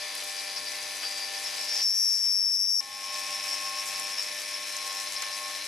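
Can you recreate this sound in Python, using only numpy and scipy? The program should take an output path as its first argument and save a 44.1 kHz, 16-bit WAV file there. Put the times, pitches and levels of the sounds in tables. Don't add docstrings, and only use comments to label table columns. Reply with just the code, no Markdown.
import sys
import numpy as np
from scipy import signal
from scipy.fft import rfft, irfft, next_fast_len
from scipy.io import wavfile
from scipy.ndimage import uniform_filter1d

SR = 44100
rng = np.random.default_rng(int(sys.argv[2]) if len(sys.argv) > 2 else 0)


def to_wav(s):
    ch = np.atleast_2d(s).T
    pcm = np.round(np.clip(ch, -1, 1) * 32767)
    wavfile.write(sys.argv[1], SR, pcm.astype(np.int16))


N = 250047
TIME = np.arange(N) / SR

SPINDLE_HZ = 97.99
SQUEAL_START_S, SQUEAL_STOP_S = 1.657, 2.805
CUTOFF_HZ = 13150

# (multiple of the spindle rate, relative level [dB])
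HUM_LINES = [(1, -29.5), (2, -29), (4, -24.5), (5, -16.5), (9, -24.5), (10, -11), (12, -25), (13, -18),
             (14, -14), (15, -19), (16, -12), (17, -15), (18, 0.5), (19, -24), (20, -9.5), (21, -24),
             (22, -5), (23, -14), (25, -26), (26, -8.5), (27, -8), (28, -7), (29, -27), (30, -16), (31, -6),
             (32, -11.5), (33, -36), (34, -8.5), (35, -8), (36, -5.5), (37, -20), (38, -20), (39, -6.5),
             (40, -7), (41, -10), (42, -15)]
# (frequency [Hz], level before a common trim [dB])
MOTOR_TONES = [(295, -65.5), (599.5, -53.5), (1798, -56.5), (2013, -56.5), (2299, -56), (2367, -49.5),
               (3631, -58), (4133, -55), (4167, -63), (6380, -56.5)]
DRIVE_TONES = [(8419, -66), (8995, -61.5), (9695, -56.5), (10449, -56.5), (10503, -51.5), (11149, -54.5)]
# (frequency [Hz], spectral density [dB per Hz])
RASP_COLOUR = [(200, -34.5), (400, -15), (550, -7.5), (1000, -4.5), (1450, -8.5), (2100, 2), (2600, 1),
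               (3200, -0.5), (4200, 0.5), (4800, 3.5), (5800, 0), (6400, -1), (7000, -11), (9000, -18.5)]
SPRAY_COLOUR = [(3000, -17.5), (6000, 2.5), (7000, -2), (8300, 3), (8650, -4.5), (9500, -5), (10400, -2.5),
                (11300, -6), (11900, -5), (13200, -8.5)]
RUMBLE_COLOUR = [(20, -24), (60, -21), (100, -2), (140, -4.5), (190, -2), (300, -1), (500, -6.5),
                 (1000, -19.5)]
HISS_COLOUR = [(3000, -31), (8000, -3), (11000, 13), (13200, -1)]
CRUNCH_COLOUR = [(150, -32), (500, -8.0), (1300, -1.5), (3000, 3), (8000, -16)]
# (frequency [Hz], relative level [dB])
UNEVEN_COLOUR = [(3000, -61), (4300, -22), (4600, -13.5), (4710, -7), (4800, -17), (4890, -5), (5080, -6.5),
                 (5280, 8.5), (5570, 6.5), (5770, 1), (5880, -9), (6400, -12), (7800, -29), (10000, -70)]
# (frequency [Hz], left-right likeness [0-1])
MIC_LIKENESS = [(30, .55), (80, .83), (300, .9), (800, .94), (1400, .92), (3000, .84), (6300, .72),
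                (9000, .62), (13000, .5)]
# (frequency [Hz], left minus right [dB])
MIC_LEAN = [(60, 0.5), (110, 1.0), (200, 1.0), (370, 0.56), (670, 0.31), (1230, 0.87), (2240, 3),
            (4110, 1.6), (7510, 4.7), (13700, 4.3)]
# (time [s], load [dB])
CUTTER_LOAD = [(0.0, -0.8), (0.45, -0.9), (0.65, -1.1), (1.5, 0.5), (1.8, 0.6), (3.1, 0.05), (3.5, 0.6),
               (4.1, 0.6), (4.55, -1.1), (4.9, 1), (5.67, -1.2)]
# (time [s], level [dB])
FRAME_RUMBLE = [(0.0, -65), (0.48, -69), (0.6, -62), (1.0, -70), (1.8, -68), (2.8, -66.5), (3.3, -63),
                (3.9, -62.5), (4.6, -68.5), (5.67, -70)]
# (time [s], level [dB])
HOLDER_LEVEL = [(0, -50.5), (1.7, -50), (2.8, -63), (4.55, -59), (4.75, -47), (5.1, -49), (5.67, -48)]
WALL_LEVEL = [(0, -57), (2.8, -60), (3.15, -49), (3.8, -45.5), (4.6, -52), (5.67, -60)]
# (time [s], half length [s], lower mode level [dB], upper mode level [dB])
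TOOL_FLARES = [(0.016, 0.03, -45, -45), (0.18, 0.016, -43, -56), (0.295, 0.02, -43, -42),
               (0.385, 0.011, -52, -37), (0.44, 0.012, -42, -43), (0.574, 0.017, -38, -35.5),
               (0.678, 0.023, -39, -40), (0.755, 0.016, -40, -46), (1.053, 0.046, -36.5, -42),
               (1.21, 0.13, -38, -48), (1.375, 0.0086, -48, -38), (1.465, 0.024, -41, -32),
               (1.618, 0.044, -43, -35.5), (1.8, 0.16, -38, -35), (3.346, 0.03, -48, -42),
               (3.52, 0.061, -47, -34), (3.776, 0.04, -52, -41), (3.97, 0.035, -46, -40.5),
               (4.209, 0.035, -43, -30), (4.546, 0.02, -48, -37), (4.903, 0.025, -47, -40),
               (5.08, 0.016, -48, -40), (5.172, 0.014, -43, -34), (5.34, 0.033, -44, -40)]
# (time [s], half length [s], depth [dB])
DRONE_DIPS = [(1.71, 0.032, 14), (4.235, 0.032, 5), (4.4, 0.035, 8), (4.46, 0.27, 8), (4.69, 0.044, 9),
              (5.12, 0.035, 15), (5.67, 0.074, 9)]
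# (time [s], peak level before a common trim [dB], ring frequency [Hz])
CHIP_TICKS = [(0.1501, -22, 11040), (0.1785, -26, 8370), (0.2389, -25, 10500), (0.7183, -20, 6100),
              (1.7549, -19, 6030), (3.996, -18, 8300), (4.7656, -20, 6450), (5, -23, 6300),
              (5.2205, -17, 6300)]
# (time [s], half length [s], level [dB])
CHIP_CRUNCHES = [(1.043, 0.027, -39.5), (2.252, 0.018, -51.5), (4.0, 0.014, -41), (4.189, 0.023, -40),
                 (4.91, 0.02, -44), (5.231, .011, -35.5)]
# (time [s], pitch [Hz], share of uneven motion [limited to 0-1])
CHATTER_MOTION = [(1.66, 5482, 1.1), (1.78, 5478, 1.1), (1.87, 5472, 0.75), (2.1, 5462, 0.39),
                  (2.22, 5470, 0.4), (2.35, 5468, 0.25), (2.56, 5480, 0.35), (2.8, 5484, 0.24)]
# (time [s], half length [s], depth [dB])
SQUEAL_DIPS = [(1.8, 0.014, 5.5), (1.94, 0.033, 3), (2.195, 0.036, 3), (2.505, 0.016, 1.5),
               (2.58, 0.014, 2.5), (2.665, 0.017, 2.5)]

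SINK_START_S, SINK_FALL_S, SINK_DB, SINK_DB_PER_S = 1.807, 0.05, 11, 7.5
RECOVERY_DB, RECOVERY_S = 8.5, 0.38
SQUEAL_DB, SQUEAL_RISE_DB, SQUEAL_RISE_S, SQUEAL_FADE_DB_PER_S = -24, 10.5, 0.2, 1.3
LOW_RING_DB, HIGH_RING_DB, RING_FADE_DB_PER_S = (-45.5, -49.5), (-51, -37.5), 2.5
EIGHTH_DB, ELEVENTH_DB = (-53.5, -55), (-57, -45.5)
FEED_HZ, FEED_DB = (443, 824), (-66, -58)


def from_db(db):
    return 10 ** (np.asarray(db) / 20)


def rms_one(x):
    return x / np.sqrt(np.mean(np.abs(x) ** 2) + 1e-20)


def in_time(rows):
    s, *columns = np.transpose(rows)
    return np.array([np.interp(TIME, s, c) for c in columns])


def at_hz(points, hz):
    known_hz, values = np.transpose(points)
    return np.interp(np.log(np.maximum(hz, 1)), np.log(known_hz), values)


def either_side(values):
    return np.where(TIME < SQUEAL_STOP_S, values[0], values[1])


def since(s):
    return np.maximum(TIME - s, 0)


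def bell(s, half_length_s):
    return np.exp(-((TIME - s) / half_length_s) ** 2)


def dips(rows):
    return sum(depth_db * bell(s, half_length_s) for s, half_length_s, depth_db in rows)


def drift(rate):
    step = 40
    r = np.exp(-2 * np.pi * step * rate / SR)
    kicks = rng.standard_normal(N // step + 2002)
    slow = signal.lfilter([1], [1, -2 * r, r * r], kicks)[2000:]
    return np.interp(np.arange(N) / step, np.arange(len(slow)), rms_one(slow))


def resonate(x, hz, width_hz):
    r = np.exp(-np.pi * width_hz / SR)
    numerator = np.array([1, 0, -1]) * (1 - r * r) / 2
    denominator = [1, -2 * r * np.cos(2 * np.pi * hz / SR), r * r]
    return signal.lfilter(numerator, denominator, x + 1e-18)


def pan(lean_db):
    gains = from_db(np.array([[.5], [-.5]]) * lean_db)
    return gains / gains.mean(axis=0)


def grains(spread_db):
    sizes = from_db(spread_db * np.minimum(rng.exponential(1, N // 10 + 1), 6))
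    return rng.standard_normal((2, N)) * np.repeat(sizes, 10)[:N]


def colour(streams, spectrum):
    size = next_fast_len(N)
    hz = np.arange(size // 2 + 1) * SR / size
    mid, side = rfft(streams, size) * from_db(at_hz(spectrum, hz))
    alike = np.clip(at_hz(MIC_LIKENESS, hz), 0, .99)
    pair = np.sqrt(1 + alike) * mid + np.sqrt(1 - alike) * side * [[1], [-1]]
    return rms_one(irfft(pair * pan(at_hz(MIC_LEAN, hz)), size)[:, :N])


def tone(cycles, hz, waver_db=1.9, waver_rate=7, blur=0.25):
    phase = 2 * np.pi * ((cycles + rng.random()) % 1) + blur * drift(waver_rate)
    skew = rng.choice([-1, 1]) * np.arccos(np.clip(at_hz(MIC_LIKENESS, hz), 0, 1)) / 2
    wave = np.sin((phase + np.array([[skew], [-skew]])).astype(np.float32))
    return np.sqrt(2) * wave * from_db(waver_db * drift(waver_rate)) * pan(at_hz(MIC_LEAN, hz))


def corner():
    under_squeal = since(SINK_START_S)
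    sunk = SINK_DB * np.minimum(under_squeal / SINK_FALL_S, 1) + SINK_DB_PER_S * under_squeal
    recovery = RECOVERY_DB * np.maximum(1 - since(SQUEAL_STOP_S) / RECOVERY_S, 0)
    return either_side((sunk, 0)), either_side((0, recovery))


def hum(turns, presence, hum_db=-50.3, motor_db=-1.18, drive_db=-1):
    gears = sum(from_db(db) * tone(k * turns, k * SPINDLE_HZ) for k, db in HUM_LINES)
    motor = sum(from_db(db) * tone(hz * TIME, hz) for hz, db in MOTOR_TONES)
    drive = sum(from_db(db) * tone(hz * TIME, hz, waver_db=1.7, waver_rate=16, blur=0.41)
                for hz, db in DRIVE_TONES)
    return presence * (from_db(hum_db) * gears + from_db(motor_db) * motor + from_db(drive_db) * drive)


def feed(sunk_db, sag_hz_per_s=50, hold_s=0.6, fade_db_per_s=35):
    hz = either_side(FEED_HZ) - sag_hz_per_s * since(SQUEAL_STOP_S)
    db = either_side(FEED_DB) - sunk_db - fade_db_per_s * since(SQUEAL_STOP_S + hold_s)
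    return from_db(db) * tone(np.cumsum(hz) / SR, hz.mean(), waver_rate=20, blur=0.57)


def fine_hiss(presence, hiss_db=-55.0):
    return from_db(hiss_db) * np.sqrt(presence) * colour(grains(0), HISS_COLOUR)


def bite(turns, runout, sharpness):
    angle = 2 * np.pi * turns
    return rms_one(np.exp(sharpness * np.cos(2 * angle) + runout * np.cos(angle)))


def rasp(turns, load_db, sunk_db, rasp_db=-39.5):
    torn = colour(grains(1.64) * bite(turns, runout=0.16, sharpness=0.11), RASP_COLOUR)
    return torn * from_db(rasp_db + load_db - sunk_db + 1.1 * drift(20))


def spray(turns, load_db, sunk_db, spray_db=-42.0, follows=1.7, sinks=0.35):
    spatter = colour(grains(2.2) * bite(turns, runout=0.19, sharpness=0.08), SPRAY_COLOUR)
    return spatter * from_db(spray_db + follows * load_db - sinks * sunk_db + 1.75 * drift(16))


def rumble(sunk_db, sinks=0.98):
    rumble_db, = in_time(FRAME_RUMBLE)
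    return colour(grains(0), RUMBLE_COLOUR) * from_db(rumble_db - sinks * sunk_db + 1.9 * drift(4.4))


def cutting(turns, load_db, sunk_db, recovery_db):
    chip_noise = rasp(turns, load_db, sunk_db) + spray(turns, load_db, sunk_db)
    return chip_noise * from_db(-recovery_db) + rumble(sunk_db)


def drone(turns, load_db, sunk_db, recovery_db, eighth_follows=2.1, eleventh_follows=0.15,
          sinks=1.45, recovers=0.96):
    eighth_db = either_side(EIGHTH_DB) + eighth_follows * load_db
    eleventh_db = either_side(ELEVENTH_DB) + eleventh_follows * load_db
    lines = sum(from_db(db) * tone(k * turns, k * SPINDLE_HZ, waver_db=2.0, blur=0.22)
                for k, db in ((8, eighth_db), (11, eleventh_db)))
    return lines * from_db(-sinks * sunk_db - recovers * recovery_db - dips(DRONE_DIPS))


def struck_mode(turns, hz, width_hz, rough, runout, lean_db):
    strikes = np.diff(np.floor(2 * turns), prepend=0) * (1 + runout * np.cos(2 * np.pi * turns))
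    strikes = strikes * from_db(1.94 * drift(34))
    scrape = rng.standard_normal((2, N)) * bite(turns, runout, sharpness=0.38)
    scrape = scrape[0] + 0.73 * scrape[1] * [[1], [-1]]
    clean, noisy = (rms_one(resonate(resonate(x, hz, width_hz), hz, width_hz))
                    for x in (strikes, scrape))
    return (np.sqrt(1 - rough) * clean + np.sqrt(rough) * noisy) * pan(lean_db)


def ring_gain(steady_db, flares, flutter_db, flutter_rate):
    faded_db = either_side(steady_db) - RING_FADE_DB_PER_S * since(SQUEAL_STOP_S)
    steady = from_db(faded_db + flutter_db * drift(flutter_rate))
    flare_power = sum((from_db(db) * bell(s, half_length_s)) ** 2 for s, half_length_s, db in flares)
    return np.sqrt(steady ** 2 + flare_power)


def ringing(turns, presence):
    wall_db, = in_time(WALL_LEVEL)
    holder_db, = in_time(HOLDER_LEVEL)
    low_flares = [(s, length, db) for s, length, db, _ in TOOL_FLARES]
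    high_flares = [(s, length, db) for s, length, _, db in TOOL_FLARES]
    low_gain = ring_gain(LOW_RING_DB, low_flares, flutter_db=1, flutter_rate=19)
    high_gain = ring_gain(HIGH_RING_DB, high_flares, flutter_db=2.0, flutter_rate=18)
    wall = struck_mode(turns, hz=2623, width_hz=230, rough=0.14, runout=0.22, lean_db=1.0)
    holder = struck_mode(turns, hz=4090, width_hz=180, rough=0.72, runout=0.23, lean_db=5)
    low = struck_mode(turns, hz=4774, width_hz=250, rough=0.061, runout=0.035, lean_db=4.5)
    high = struck_mode(turns, hz=5385, width_hz=270, rough=either_side((.85, .22)), runout=.2, lean_db=3.0)
    body = wall * from_db(wall_db) + holder * from_db(holder_db)
    return presence * (body + low * low_gain + high * high_gain)


def chips(tick_db=-3, fade_s=0.0059, width_hz=2200):
    ticks = np.zeros((2, N))
    for s, db, hz in CHIP_TICKS:
        age = since(s)
        burst = rng.standard_normal((2, N)) * (age > 0) * np.exp(-age / fade_s)
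        tick = resonate(burst, hz, width_hz)
        ticks += from_db(db + tick_db) * tick / np.abs(tick).max()
    swell = sum(from_db(db) * bell(s, half_length_s) for s, half_length_s, db in CHIP_CRUNCHES)
    return ticks + swell * colour(grains(2.9), CRUNCH_COLOUR)


def recut(memory):
    size = next_fast_len(N)
    offset_hz = np.fft.fftfreq(size, 1 / SR)
    mean_pitch_hz = np.mean(CHATTER_MOTION, axis=0)[1]
    echo = 1 - memory * np.exp(-2j * np.pi * offset_hz / SPINDLE_HZ)
    kicks = rng.standard_normal(size) + 1j * rng.standard_normal(size)
    spectrum = kicks * from_db(at_hz(UNEVEN_COLOUR, offset_hz + mean_pitch_hz)) / echo
    return rms_one(np.fft.ifft(spectrum)[:N])


def even(x, window_s):
    return x / np.sqrt(uniform_filter1d(np.abs(x) ** 2, int(window_s * SR)) + 1e-12)


def squeal_level():
    age = since(SQUEAL_START_S)
    rise_db = SQUEAL_RISE_DB * np.maximum(1 - age / SQUEAL_RISE_S, 0)
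    return SQUEAL_DB - rise_db - SQUEAL_FADE_DB_PER_S * age - dips(SQUEAL_DIPS)


def chatter_motion(turns, pitch_hz, uneven, runout=0.65, tooth_depth=0.71,
                   turn_swing=0.2, tooth_swing=0.3, tooth_lag=0.77):
    turn = 2 * np.pi * turns
    tooth = 2 * turn + tooth_lag + 0.27 * drift(4.3)
    swell = np.maximum(1 + runout * np.cos(turn) + tooth_depth * np.cos(tooth), 0)
    phase_swing = turn_swing * np.sin(turn) + tooth_swing * np.sin(tooth)
    regular = rms_one(swell * np.exp(-1j * phase_swing))
    mixed = np.sqrt(1 - uneven) * regular + np.sqrt(uneven) * recut(memory=.88)
    motion = mixed * np.exp(2j * np.pi * np.cumsum(pitch_hz) / SR)
    motion = even(motion, window_s=3 / SPINDLE_HZ)
    return rms_one(motion / np.sqrt(1 + np.abs(motion / 1.4) ** 2))


def squeal(turns, left_lead=0.79, octave_db=-42, octave_follows=1.75):
    level_db = squeal_level()
    pitch_hz, uneven = in_time(CHATTER_MOTION)
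    uneven = np.clip(uneven, 0, 1)
    motion = chatter_motion(turns, pitch_hz, uneven)
    lean_db = 6.9 - 4 * uneven
    channel_phase = np.exp(.5j * left_lead * np.array([[1], [-1]]))
    main = np.sqrt(2) * np.real(motion * channel_phase) * pan(lean_db)
    smear = np.exp(.9j * np.array([drift(250), drift(250)]))
    octave = rms_one(resonate(np.real(motion ** 2 * smear), hz=11500, width_hz=430))
    octave_gain = from_db(octave_db + octave_follows * (level_db - SQUEAL_DB)) * pan(4.)
    edges_s = [SQUEAL_START_S, SQUEAL_START_S + 0.046, SQUEAL_STOP_S, SQUEAL_STOP_S + 0.00105]
    sounding = np.interp(TIME, edges_s, [0, 1, 1, 0])
    return sounding * (main * from_db(level_db) + octave * octave_gain)


def scene():
    turns = np.cumsum(SPINDLE_HZ * (1 + .0006 * drift(2.16))) / SR
    load_db, = in_time(CUTTER_LOAD)
    sunk_db, recovery_db = corner()
    presence = from_db(-sunk_db - recovery_db)
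    machine = hum(turns, presence) + feed(sunk_db) + fine_hiss(presence)
    cut = cutting(turns, load_db, sunk_db, recovery_db) + drone(turns, load_db, sunk_db, recovery_db)
    return machine + cut + ringing(turns, presence) + chips() + squeal(turns)


def record(dry):
    return signal.sosfilt(signal.ellip(12, .1, 80, CUTOFF_HZ, fs=SR, output="sos"), dry)


dry = scene()
out = record(dry)
to_wav(out)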